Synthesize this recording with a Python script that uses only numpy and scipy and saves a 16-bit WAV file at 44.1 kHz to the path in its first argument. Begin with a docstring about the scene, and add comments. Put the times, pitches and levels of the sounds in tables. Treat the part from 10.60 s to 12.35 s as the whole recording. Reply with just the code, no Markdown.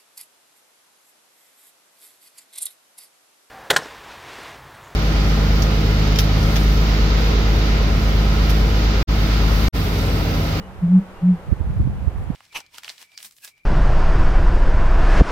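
"""Hooting grouse and a gust

Close by, a grouse gives two soft, deep, almost pure hoots from its air sacs; the trees echo faintly.
Then a gust hits the microphone, mostly on its right side, in low rumbling thumps.
Behind it all: the steady rush of the forest, two thin whistles of a far bird and rustling feathers."""
import sys
import numpy as np
from scipy import signal
from scipy.fft import rfft, irfft
from scipy.io import wavfile
from scipy.ndimage import uniform_filter1d

SR = 44100
rng = np.random.default_rng(int(sys.argv[2]) if len(sys.argv) > 2 else 0)


def master(y):
    """Save y as 16-bit WAV."""
    cut = np.clip(np.atleast_2d(y).T, -1, 1)
    pcm = np.round(cut * 32767)  # scale
    wavfile.write(sys.argv[1], SR, pcm.astype(np.int16))


N = 77175

# The tone of the forest's rush, from bass to treble: frequency_hz, relative_level_db
FOREST_TONE = [(20, 4.5), (80, 2), (150, -8), (260, -4), (350, -2.5), (500, -1), (650, -4.5), (800, -4),
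               (1250, -8), (2000, -14.5), (2900, -20), (4100, -26.5), (6000, -31), (10000, -34),
               (13000, -36.5), (15400, -37.5)]
# How alike that rush is on the left and right: frequency_hz, likeness_0_to_1
FOREST_LIKENESS = [(50, 0.8), (150, 0.6), (350, 1), (640, 0.82), (1400, 0.4), (3000, 0.1), (6000, .05),
                   (15000, .2)]
# The far bird's whistles: start_s, length_s, pitch_hz, level_db
WHISTLE_NOTES = [(-.06, 0.15, 2934, -57.5), (0.541, 0.085, 2813, -60)]
# Rustles of feathers: middle_s, half_length_s, frequency_hz, level_db
FEATHER_RUSTLES = [(.38, .014, 8500, -63.5), (1.182, .014, 14000, -65), (1.24, 0.028, 7500, -69),
                   (1.595, 0.025, 10000, -66), (1.635, 0.021, 8950, -65.5)]
# How hard the wind blows on the microphone: time_s, level_db
GUST_STRENGTH = [(0, -43.5), (.26, -33), (.45, -49), (.85, -44.5), (.89, -21.5), (.955, -33), (1.04, -22.5),
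                 (1.11, -18), (1.145, -24.5), (1.19, -14), (1.29, -19), (1.35, -22.5), (1.43, -23.5),
                 (1.532, -31.5), (1.558, -23), (1.61, -21), (1.65, -27.5), (1.75, -29)]
# The tone of the wind's rumble: frequency_hz, relative_level_db
WIND_TONE = [(10, -22), (25, -6), (55, 4.5), (85, -0.5), (140, -4.5), (200, -11), (300, -26), (450, -33.5),
             (900, -58), (3000, -95)]
# Swirls of air that thump the right side: middle_s, thump_db, pitch_hz, churn_db
AIR_SWIRLS = [(0.9267, -3.5, 72.6, -19.5), (1.010, -10, 77, -26.5), (1.201, -10.5, 87, -26.5),
              (1.259, -16.5, 92, -24.5), (1.275, -7.5, 141, -25.5), (1.298, -14, 85, -29.5),
              (1.479, -6, 68, -21.5), (1.704, -9, 167, -26.5)]
# One list per hoot, the first just a hoot's dying end: time_s, pitch_hz, relative_level_db
HOOT_SHAPES = [
    [(0, 199, -25.5), (.02, 192, -34), (.045, 196.5, -55)],
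    [(.212, 169.2, -43.5), (.229, 173.4, -17), (.243, 173.6, -13), (.278, 169.1, -19), (.305, 179.4, -14),
     (.345, 185.9, -8.5), (.366, 185.8, -7.5), (.386, 184.3, -10), (.396, 187, -16), (.404, 208.3, -28),
     (.422, 190, -25.5), (.452, 197, -48)],
    [(.612, 168.9, -41.5), (.633, 172, -16), (.65, 179, -13.3), (.695, 182.8, -10), (.72, 180.8, -12.5),
     (.742, 176.4, -18.5), (.76, 162, -31.5), (.79, 168, -43.5)],
]

ECHO_FADE_S = 1  # time for an echo to fall by 60 dB


def amp(db):
    """Turns decibels into a number to multiply by."""
    return 10 ** (np.asarray(db) / 20)


def unit(x):
    """Scales a signal to an average (rms) strength of 1."""
    return x / np.sqrt(np.mean(x ** 2) + 1e-20)


def clock():
    """The time of every sample, in seconds."""
    return np.arange(N) / SR


def frequencies():
    """Every frequency in the sound's spectrum, in Hz."""
    return np.fft.rfftfreq(N, 1 / SR)


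def curve(points):
    """Joins a table's points to give a value at every frequency."""
    hz, value = np.transpose(points)
    return np.interp(np.log(frequencies() + 1), np.log(hz + 1), value)


def noise(tone):
    """Noise of strength 1; tone sets the share of each frequency."""
    return unit(irfft(rfft(rng.standard_normal(N)) * tone, N))


def noise_band(hz, width_hz):
    """Noise gathered around one frequency."""
    return noise(np.exp(-((frequencies() - hz) / width_hz) ** 2))


def drift(rate_hz):
    """A random wander, quicker at a higher rate."""
    return noise_band(0, rate_hz)


def forest(level_db=-41, swell_db=-0.2):
    """A far, steady rush, alike on both sides in the bass but not in the treble."""
    left, other = rfft(rng.standard_normal((2, N)))
    likeness = np.clip(curve(FOREST_LIKENESS), 0, 1)
    right = likeness * left + np.sqrt(1 - likeness ** 2) * other
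    rush = unit(irfft(np.array([left, right]) * amp(curve(FOREST_TONE)), N))
    return amp(level_db + swell_db * drift(7)) * rush


def far_bird(wobble=0.004):
    """Thin whistles, each near one pitch, blurred by distance."""
    out = np.zeros((2, N))
    for start_s, length_s, hz, db in WHISTLE_NOTES:
        progress = np.clip((clock() - start_s) / length_s, 0, 1)
        arch = np.sqrt(abs(np.sin(np.pi * progress)))
        for side in out:
            pitch = hz * (1 + wobble * drift(80))
            side += amp(db) * np.sqrt(2) * arch * np.sin(2 * np.pi * np.cumsum(pitch) / SR)
    return out


def feathers(grain_db=3, width_octaves=0.45):
    """Brief, grainy swishes as the grouse puffs up and turns."""
    out = np.zeros((2, N))
    for middle_s, half_length_s, hz, db in FEATHER_RUSTLES:
        band = np.exp(-(np.log2((frequencies() + 1) / hz) / width_octaves) ** 2 / 2)
        swell = np.exp(-((clock() - middle_s) / half_length_s) ** 2)
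        level = amp(db + grain_db * drift(300)) * swell
        out += level * np.array([noise(band), noise(band)])
    return out


def wind(shelter_db=-4, shelter_hz=132):
    """Rough air rumbles on each side of the microphone; the sheltered left is softer and duller."""
    level = amp(np.interp(clock(), *np.transpose(GUST_STRENGTH)))
    tone = amp(curve(WIND_TONE))
    left = amp(shelter_db) * noise(tone / np.hypot(1, frequencies() / shelter_hz))
    right = noise(tone)
    return level * np.array([left, right])


def wind_thumps(fade_cycles=0.42, steepen=0.14, churn_s=0.007, cutoff_hz=380):
    """Each swirl of air is one steep, short swing of pressure with finer churning inside."""
    right, t = np.zeros(N), clock()
    for middle_s, thump_db, hz, churn_db in AIR_SWIRLS:
        cycles = (t - middle_s) * hz
        angle = 2 * np.pi * cycles
        fade = np.exp(-np.hypot(cycles, 0.1) / fade_cycles)
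        swing = fade * np.sin(angle + steepen * np.sin(angle))
        churn = np.exp(-((t - middle_s) / churn_s) ** 2) * noise_band(hz=217, width_hz=187)
        right += amp(thump_db) * swing / abs(swing).max() + amp(churn_db) * churn
    muffle = 1 / np.hypot(1, (frequencies() / cutoff_hz) ** 6)
    return np.array([np.zeros(N), irfft(rfft(right) * muffle, N)])


def lingering_echo(level_db=-41):
    """The hum of earlier hoots, still dying away among the trees."""
    return amp(level_db - 60 * clock() / ECHO_FADE_S) * noise_band(hz=186, width_hz=11)


def tree_echoes(sound, level_db=-30.5, delay_s=0.014):
    """Tree trunks scatter a sound into a fading tail of echoes."""
    t = clock()
    tail = rng.standard_normal(N) * amp(-60 * t / ECHO_FADE_S) * (t > delay_s)
    return amp(level_db) * signal.fftconvolve(sound, tail / np.linalg.norm(tail))[:N]


def hoot(shape, gain_db=-0.5, octave_db=-41, wobble=0.0046):
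    """The grouse's air sacs ring with an almost pure tone whose pitch rises as it swells."""
    times, hz, db = np.transpose(shape)
    pitch = uniform_filter1d(np.interp(clock(), times, hz), size=300) * (1 + wobble * drift(60))
    before_db = db[0] if times[0] < 0.1 else -120  # a hoot at the very start is already sounding
    level = amp(np.interp(clock(), times, db, left=before_db, right=-120))
    smooth_level = uniform_filter1d(level, size=260)
    angle = 2 * np.pi * np.cumsum(pitch) / SR
    tone = np.sin(angle) + amp(octave_db) * np.sin(2 * angle)
    return np.sqrt(2) * amp(gain_db) * smooth_level * tone


def scene(right_delay_s=0.00008):
    """Birds and forest reach the left side slightly first; the wind hits the microphone directly."""
    grouse = sum(hoot(shape) for shape in HOOT_SHAPES)
    air = grouse + tree_echoes(grouse) + lingering_echo() + forest() + far_bird() + feathers()
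    delay = np.exp(-2j * np.pi * frequencies() * np.array([[0], [right_delay_s]]))
    return irfft(rfft(air) * delay, N) + wind() + wind_thumps()


def record(dry, cutoff_hz=15480):
    """Cuts away the very highest treble."""
    treble_cut = signal.firwin(511, cutoff_hz, window=("kaiser", 9), fs=SR)
    return signal.oaconvolve(dry, treble_cut[None], "same", axes=1)


dry = scene()
out = record(dry)
master(out)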